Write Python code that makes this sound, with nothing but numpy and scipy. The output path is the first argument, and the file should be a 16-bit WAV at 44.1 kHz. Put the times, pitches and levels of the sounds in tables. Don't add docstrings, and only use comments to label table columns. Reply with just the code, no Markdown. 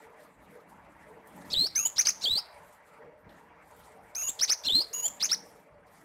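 import sys
import numpy as np
from scipy import signal
from scipy.io import wavfile
from scipy.ndimage import uniform_filter1d, map_coordinates

SR = 44100
rng = np.random.default_rng(int(sys.argv[2]) if len(sys.argv) > 2 else 0)


def nominal_scale(level):
    x = np.asarray(level, float) / 20
    return 10 ** x


def dump(signal):
    limited = np.clip(np.atleast_2d(signal).T, -1, 1)
    pcm = np.round(limited * 32767).astype(np.int16)
    wavfile.write(sys.argv[1], SR, pcm)


N = 266628


def rms_one(x):
    return x / np.sqrt(np.mean(x ** 2) + 1e-20)


def drift(hz):
    r = np.exp(-16 * np.pi * hz / SR)
    settle = 4000
    white = rng.standard_normal(N // 8 + 2 + settle)
    slow = signal.lfilter([1], [1, -2 * r, r * r], white)[settle:]
    return np.interp(np.arange(N) / 8, np.arange(len(slow)), rms_one(slow))


def band(x, low_hz, high_hz):
    edges_hz = [low_hz, min(high_hz, .47 * SR)]
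    return signal.sosfilt(signal.butter(2, edges_hz, "band", fs=SR, output="sos"), x)


def coloured(spectrum, patchy_db, patch_hz):
    hz, db = np.transpose(spectrum)
    edges = hz[0] * 2 ** np.arange(0, np.log2(hz[-1] / hz[0]) + .1, 1 / 4)
    white = rng.standard_normal((2, N))
    out = 0
    for k, (low, high) in enumerate(zip(edges, edges[1:])):
        level_db = np.interp(np.log(low * high) / 2, np.log(hz), db)
        level_db = level_db + patchy_db * drift(patch_hz)
        out = out + nominal_scale(level_db) * band(white[k % 2], low, high)
    return rms_one(out)


def swells(rows, rest_db, edge=1):
    t = np.arange(0, N + 64, 64) / SR
    power = nominal_scale(2 * rest_db)
    for s, db, rise_s, fall_s in rows:
        away = np.where(t < s, (s - t) / rise_s, (t - s) / fall_s)
        power = power + nominal_scale(2 * (db - 20 * away ** edge))
    return np.interp(np.arange(N) / SR, t, np.sqrt(power))


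# (frequency [Hz], level per hertz [dB])
MURMUR_SPECTRUM = [(350, -14), (700, -6.5), (900, -1.5), (1050, -7.5), (1300, -8.5), (1600, -12),
                   (1950, -9), (2300, -14.5), (2700, -24), (3400, -35.5), (5600, -40)]
# (time [s], level [dB])
TRAFFIC_LEVEL = [(0.0, -56.5), (.28, -57.5), (.34, -62), (.42, -58), (.62, -57.5), (1.3, -58.5),
                 (1.38, -52.5), (1.7, -59), (2.2, -56), (2.56, -55), (2.75, -59), (3.02, -58), (3.2, -64),
                 (3.3, -58.5), (4.6, -58.5), (5.2, -56), (5.8, -63), (6.05, -59)]


def traffic_murmur():
    level_db = np.interp(np.arange(N) / SR, *np.transpose(TRAFFIC_LEVEL))
    return nominal_scale(level_db + 0.59) * coloured(MURMUR_SPECTRUM, patchy_db=2.97, patch_hz=15.0)


# (peak time [s], level [dB], rise [s], fall [s])
HUM_SWELLS = [(0.0, -65, .1, .4), (.252, -63, .15, .3), (.49, -58, .2, .25), (.7, -61, .09, 2),
              (1.2, -61, 2, .1), (1.37, -51, .12, .8), (2.1, -60, .3, .4), (2.62, -63.5, .12, .3),
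              (3.05, -59.5, .22, .25), (3.272, -54.5, .07, .4), (3.812, -62.5, .35, .2),
              (3.98, -61.5, .15, .4), (5.1, -61, .4, .6), (5.4, -57.5, .5, .3), (5.65, -63, .3, .6),
              (6.04, -59, .25, .1)]


def low_hum():
    lower = band(rng.standard_normal(N), 146.2, 218)
    upper = band(rng.standard_normal(N), 255, 335)
    return nominal_scale(-1.4) * swells(HUM_SWELLS, rest_db=-77) * rms_one(lower + nominal_scale(-2.5) * upper)


# (peak time [s], level [dB], rise [s], fall [s])
FRAME_THUMPS = [(.08, -77, .3, .3), (.398, -72, .17, .35), (.812, -71.5, .25, 1.2), (1.49, -70, .25, 2),
                (2.552, -72, .06, .25), (3.05, -75, .25, .6), (3.272, -63, .1, .12), (3.524, -73, .12, .13),
                (3.812, -66.5, .28, .17), (4.25, -70, .9, .5), (4.8, -71, .3, .3), (5.11, -69, .3, .07),
                (5.53, -73, .2, .1), (5.732, -69.5, .05, .4)]


def frame_thumps():
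    rumble = rms_one(band(rng.standard_normal(N), 45, 115))
    return nominal_scale(4.84) * swells(FRAME_THUMPS, rest_db=-87) * rumble


# (centre [Hz], width [Hz], level [dB])
AIR_RESONANCES = [(460.3, 56, 0), (596.7, 64, 1.5), (647, 170, -9.5)]
# (peak time [s], level [dB], rise [s], fall [s])
DRONE_SWELLS = [(.028, -56, .15, .4), (.28, -63, .4, .3), (.576, -53, .25, .12), (1.11, -50, .12, .2),
                (1.49, -54, .4, .5), (1.864, -61, .05, .1), (2.604, -57.5, .19, .23), (2.9, -61, .04, 1),
                (3.004, -53, .05, .2), (3.812, -60, .9, .13), (3.97, -56, .12, .3), (4.86, -55, 1.2, .08),
                (4.922, -50.5, .05, .17), (5.19, -59, .9, 1.2), (5.55, -59, .5, .6)]


def hollow_drone():
    white = rng.standard_normal((len(AIR_RESONANCES), N))
    ringing = 0
    for (hz, width, db), noise in zip(AIR_RESONANCES, white):
        mode = rms_one(band(noise, hz - width / 2, hz + width / 2))
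        ringing = ringing + nominal_scale(db + 3.8 * drift(5.0)) * mode
    return swells(DRONE_SWELLS, rest_db=-69) * rms_one(ringing)


# (frequency [Hz], level per hertz [dB])
RUSTLE_SPECTRUM = [(1760, -26.5), (3000, -2), (5250, -7), (6460, -5.5), (8280, -1), (10800, -4),
                   (13700, -3), (14200, -6)]
# (peak time [s], level [dB], rise [s], fall over 20 dB [s])
FEATHER_STIRS = [(0.0, -70, .1, .14), (.208, -67.5, .1, .13), (.53, -74.5, .25, .14), (.7, -75, .03, .15),
                 (1.048, -76.5, .55, .4), (1.28, -75, .02, .9), (1.47, -68, .2, 1.2), (2.2, -67, 1.0, .6),
                 (2.69, -71, .3, .12), (2.87, -73.5, .06, .2), (3.18, -84, .012, .08),
                 (3.31, -75, .035, .26), (3.6, -81, .02, .4), (3.762, -70, .16, .2), (3.91, -72, .3, .3),
                 (4.37, -66, .32, 1.1), (5.185, -67, 1.0, .45), (5.59, -71.5, .25, .1),
                 (5.87, -74, .015, .5), (5.98, -71, .06, .15)]


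def feather_rustle():
    stir = swells(FEATHER_STIRS, rest_db=-92, edge=1.6)
    rubbing = coloured(RUSTLE_SPECTRUM, patchy_db=3.3, patch_hz=15.0)
    rustle = nominal_scale(3.5 + 2.5 * drift(14.0)) * stir * rubbing
    return signal.sosfilt(signal.ellip(6, .5, 13, 14350, fs=SR, output="sos"), rustle)


# (time [s], peak level [dB], centre [Hz])
CLAW_TICKS = [(0.5994, -63, 4800), (0.6948, -63.5, 8350), (0.9194, -63.5, 8900), (1.271, -50, 12800),
              (1.3608, -52.5, 12100), (1.414, -54.5, 4710), (1.4494, -54, 5400), (2.7252, -52, 8530),
              (3.2912, -52, 3600), (3.3044, -58, 3090), (3.3244, -61, 3720), (3.7095, -55, 8860),
              (3.7626, -53.5, 13530)]


def ticks():
    out, t = np.zeros(N), np.arange(2000) / SR
    for (s, db, hz), noise in zip(CLAW_TICKS, rng.standard_normal((len(CLAW_TICKS), 2000))):
        envelope = np.exp(-t / 0.0057) * (1 - np.exp(-t / .0015))
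        burst = band(noise, .75 * hz, 1.2 * hz) * envelope
        out[int(s * SR):int(s * SR) + 2000] += nominal_scale(db) * burst / np.abs(burst).max()
    return out


NEAR_T60_S, NEAR_DB, NEAR_RISE_S = .12, -12.5, .006
ROOM_T60_S, ROOM_DB, ROOM_RISE_S = .37, -21.5, .03
CAGE_DB = -18.5


def room(x):
    t = np.arange(int(.6 * SR)) / SR
    answer = np.zeros(len(t))
    for t60, db, rise_s in (NEAR_T60_S, NEAR_DB, NEAR_RISE_S), (ROOM_T60_S, ROOM_DB, ROOM_RISE_S):
        tail = rng.standard_normal(len(t)) * nominal_scale(-60 * t / t60) * np.clip(t / rise_s, 0, 1)
        answer += nominal_scale(db) * tail / np.sqrt(np.sum(tail ** 2))
    echo_s = np.array([.0017, .0031, .0058, .0092])
    answer[(echo_s * SR).astype(int)] += nominal_scale(CAGE_DB) * np.array([0.2, -0.45, 0.53, -1.2])
    wet = signal.fftconvolve(x, answer)[:N] * nominal_scale(1.5 * drift(70.0))
    shifting = np.arange(N) + 1.1 * drift(160.0)
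    return map_coordinates(wet, [shifting], order=3)


# (start [s], end [s], last pulse rate [Hz], throat resonance [Hz], level [dB])
LEAD_INS = [(1.497, 1.528, 1340, 4400, -35), (1.958, 1.99, 2427, 4500, -30),
            (2.047, 2.076, 2863, 4800, -25), (2.068, 2.104, 1600, 5770, -37),
            (2.209, 2.236, 1390, 5000, -34), (2.231, 2.241, 2200, 5400, -33),
            (4.389, 4.403, 2300, 4200, -29.5), (4.475, 4.502, 2527, 4300, -28),
            (4.633, 4.671, 1430, 4300, -30.5), (5.196, 5.22, 2192, 3700, -31),
            (5.288, 5.308, 2102, 3800, -29)]
BUZZ_REST_HZ, BUZZ_START_SHARE = 430, .45


def buzzes():
    out, shaky, sputter = np.zeros(N), drift(500.0), drift(300.0)
    for t0, t1, last_hz, throat_hz, db in LEAD_INS:
        first_hz = BUZZ_REST_HZ + BUZZ_START_SHARE * last_hz
        on = slice(int(t0 * SR), int(t1 * SR))
        along = np.linspace(0, 1, on.stop - on.start)
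        scratch = (last_hz / first_hz - 1) ** 2 + .03
        rate_hz = first_hz + (last_hz - first_hz) * (1 - (1 - along) ** 2.4)
        turn = 2 * np.pi * np.cumsum(rate_hz * (1 + .3 * scratch * shaky[on])) / SR
        pulses = sum(np.cos(k * turn) for k in range(1, 7))
        pulses = pulses * nominal_scale(3.5 * np.clip(sputter[on], -2.5, 1.2))
        swell = along ** 0.78 * signal.windows.tukey(len(along), .25)
        out[on] += nominal_scale(db) * swell * rms_one(band(pulses, 0.76 * throat_hz, 1.23 * throat_hz))
    return out


CREST_S, CREST_SHARE, KNEE_DB, CREST_DB = .005, 1.07, -2.5, -5
SHOULDER_S, SHOULDER_SHARE, SHOULDER_DB = .005, .96, -5


def arch(knee_s, knee_hz, end_s, end_hz, db):
    crest_s = end_s + CREST_S
    return [(knee_s, knee_hz, db + KNEE_DB),
            (end_s, end_hz, db),
            (crest_s, CREST_SHARE * end_hz, db + CREST_DB),
            (crest_s + SHOULDER_S, SHOULDER_SHARE * end_hz, db + SHOULDER_DB)]


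DROP_DB, SCOOP_BOW = -16, .62


def framed(body, ends):
    s, hz, db = body[0]
    last_s, last_hz, last_db = body[-1]
    scoop_s, low, scoop_db, drop_s, fallen = ends
    start = (s - scoop_s, low * hz, db + scoop_db)
    halfway = (s - scoop_s / 2, hz * (low + SCOOP_BOW * (1 - low)), db + scoop_db * (1 - SCOOP_BOW))
    return [start, halfway, *body, (last_s + drop_s, fallen * last_hz, last_db + DROP_DB)]


# (time [s], pitch [Hz], level [dB])
RISING_NOTES = [
    [(1.534, 4660, -26.5), (1.539, 4223, -27), (1.544, 2982, -25), (1.548, 3305, -33.5),
     (1.568, 3830, -24.5), (1.592, 4020, -23.5), (1.650, 4340, -29.5), (1.665, 4710, -30.5),
     (1.671, 5600, -33)],
    [(2.245, 4634, -24), (2.250, 4550, -28), (2.258, 3130, -29.5), (2.285, 3500, -27.5),
     (2.300, 3740, -30.5), (2.330, 3990, -27), (2.352, 4030, -28), (2.381, 4760, -28), (2.393, 5320, -32.5)],
    [(4.672, 4260, -24.5), (4.682, 4050, -30), (4.686, 3460, -21.5), (4.690, 2884, -30), (4.702, 3392, -25),
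     (4.728, 3760, -29), (4.755, 4149, -23.5), (4.803, 4248, -25.5), (4.822, 5150, -32)],
]
# (time [s], pitch [Hz], level [dB])
HELD_NOTES = [
    [(1.759, 6000, -26), (1.768, 6130, -24), (1.800, 6545, -29), (1.825, 6680, -34), (1.846, 6600, -38),
     (1.855, 6847, -24), (1.869, 7057, -26), (1.874, 7900, -38)],
    [(4.157, 6200, -31), (4.195, 6640, -37), (4.213, 6600, -36), (4.218, 5860, -38), (4.224, 6450, -34),
     (4.237, 6804, -33), (4.282, 6633, -34.5), (4.296, 7650, -27.5)],
    [(4.937, 6733, -35), (4.972, 6840, -34), (4.995, 6730, -34), (5.030, 6800, -35.5), (5.060, 7055, -26),
     (5.073, 7390, -28), (5.080, 7100, -35)],
]
# (knee time [s], knee pitch [Hz], end of climb [s], end pitch [Hz], level [dB])
ARCHED_CHIRPS = [
    (1.985, 5400, 2.003, 6250, -19.5),
    (2.074, 4900, 2.093, 6250, -22),
    (4.416, 5250, 4.437, 5990, -21.5),
    (4.502, 5050, 4.522, 6050, -21),
    (5.228, 5050, 5.248, 6400, -22),
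    (5.317, 5200, 5.334, 5680, -24),
]
# (time [s], pitch [Hz], level [dB])
VOICE_FLICK = [
    (2.061, 4740, -28.5),
    (2.064, 6190, -29.5),
    (2.067, 5880, -36.5),
    (2.070, 6210, -13),
    (2.074, 6100, -22),
]
# (scoop [s], from share of pitch [1], scoop level [dB], drop [s], to share of pitch [1])
RISER_ENDS, HELD_ENDS = (.008, .68, -16, .010, .77), (.0095, .52, -20, .010, .74)
ARCH_ENDS, FLICK_ENDS = (.0135, .46, -26, .008, .66), (.005, .81, -7, .004, .97)
RISER_OCTAVE_DB, HELD_OCTAVE_DB, ARCH_OCTAVE_DB = -58, -45.5, -52


def notes():
    risers = [(framed(body, RISER_ENDS), RISER_OCTAVE_DB) for body in RISING_NOTES]
    held = [(framed(body, HELD_ENDS), HELD_OCTAVE_DB) for body in HELD_NOTES]
    arches = [(framed(arch(*row), ARCH_ENDS), ARCH_OCTAVE_DB) for row in ARCHED_CHIRPS]
    return risers + held + arches + [(framed(VOICE_FLICK, FLICK_ENDS), ARCH_OCTAVE_DB)]


BREATH_DB, FLUTTER_DB = -24, 1.2


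def whistles():
    t, out = np.arange(N) / SR, np.zeros(N)
    waver, halo = drift(140.0), drift(860.0)
    for rows, octave_db in notes():
        s, hz, db = np.transpose(rows)
        on = slice(int(s[0] * SR), int(s[-1] * SR))
        glide = uniform_filter1d(np.interp(t[on], s, hz), size=60)
        turn = 2 * np.pi * np.cumsum(glide * (1 + .004 * waver[on])) / SR
        level_db = np.interp(t[on], s, db)
        tone = nominal_scale(level_db) * (1 + nominal_scale(BREATH_DB) * halo[on]) * np.sin(turn)
        octave = nominal_scale(octave_db + 0.27 * (level_db - db.max())) * np.sin(2 * turn)
        out[on] += np.sqrt(2) * (tone + octave) * signal.windows.tukey(len(tone), .04)
    return out * nominal_scale(FLUTTER_DB * drift(79.0) + 1.5)


# (time [s], depth [dB], width [ms])
DEEP_CATCHES = [(1.5449, -14, 3), (1.5599, -14, 1.9), (1.5892, -15, 1.8), (1.6062, -15, 2.7),
                (1.7863, -20, 1.6), (1.8477, -11, 2.7), (1.9788, -10.5, 4.1), (1.9876, -11, 2.7),
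                (2.0065, -16, 2.6), (2.0677, -12.5, 3.9), (2.0815, -17, 1.8), (2.0989, -16, 1.8),
                (2.2915, -17, 1.4), (2.3327, -11, 2.9), (4.161, -15, 2.9), (4.176, -9, 5.3),
                (4.1866, -18, 1.2), (4.2624, -17, 2.3), (4.4203, -12.5, 2.2), (4.429, -12, 1.6),
                (4.5109, -10, 3.8), (4.5189, -13, 2), (4.6699, -15, 1.2), (4.6914, -14, 3.4),
                (5.0201, -15, 6.6), (5.0744, -17.5, 3.3), (5.2343, -12.5, 1.1), (5.2409, -13.5, 1.8),
                (5.2509, -15, 2.9), (5.3252, -12, 2.9)]
SMALL_GAP_S, SMALL_DB, SMALL_MS = .036, -8.5, 1.7


def catches():
    t, shading_db, small = np.arange(N) / SR, np.zeros(N), []
    for body in RISING_NOTES + HELD_NOTES:
        slots = np.arange(body[0][0], body[-1][0] - SMALL_GAP_S / 2, SMALL_GAP_S)
        for s, (u, v, w) in zip(slots, rng.random((len(slots), 3))):
            small.append((s + u * SMALL_GAP_S, SMALL_DB * (.7 + .6 * v), SMALL_MS * (.6 + w)))
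    for s, db, ms in DEEP_CATCHES + small:
        near = slice(int((s - .01) * SR), int((s + .01) * SR))
        shading_db[near] += db / (1 + ((t[near] - s) / (.5e-3 * ms)) ** 2)
    return nominal_scale(shading_db)


def scene():
    background = traffic_murmur() + low_hum() + frame_thumps() + hollow_drone() + feather_rustle()
    bird = ticks() + buzzes() + whistles()
    return ((bird + room(bird)) * catches() + background)[None]


def top_cut(x):
    return signal.sosfilt(signal.butter(12, 15760, fs=SR, output="sos"), x)


def record(dry):
    up, down = 160, 147
    captured = signal.resample_poly(dry, up, down, axis=1)
    nearest = np.arange(N) * up // down
    topped = signal.sosfilt(signal.ellip(10, .3, 60, 15800, fs=SR, output="sos"), captured[:, nearest])
    return top_cut(topped)


dry = scene()
out = record(dry)
dump(out)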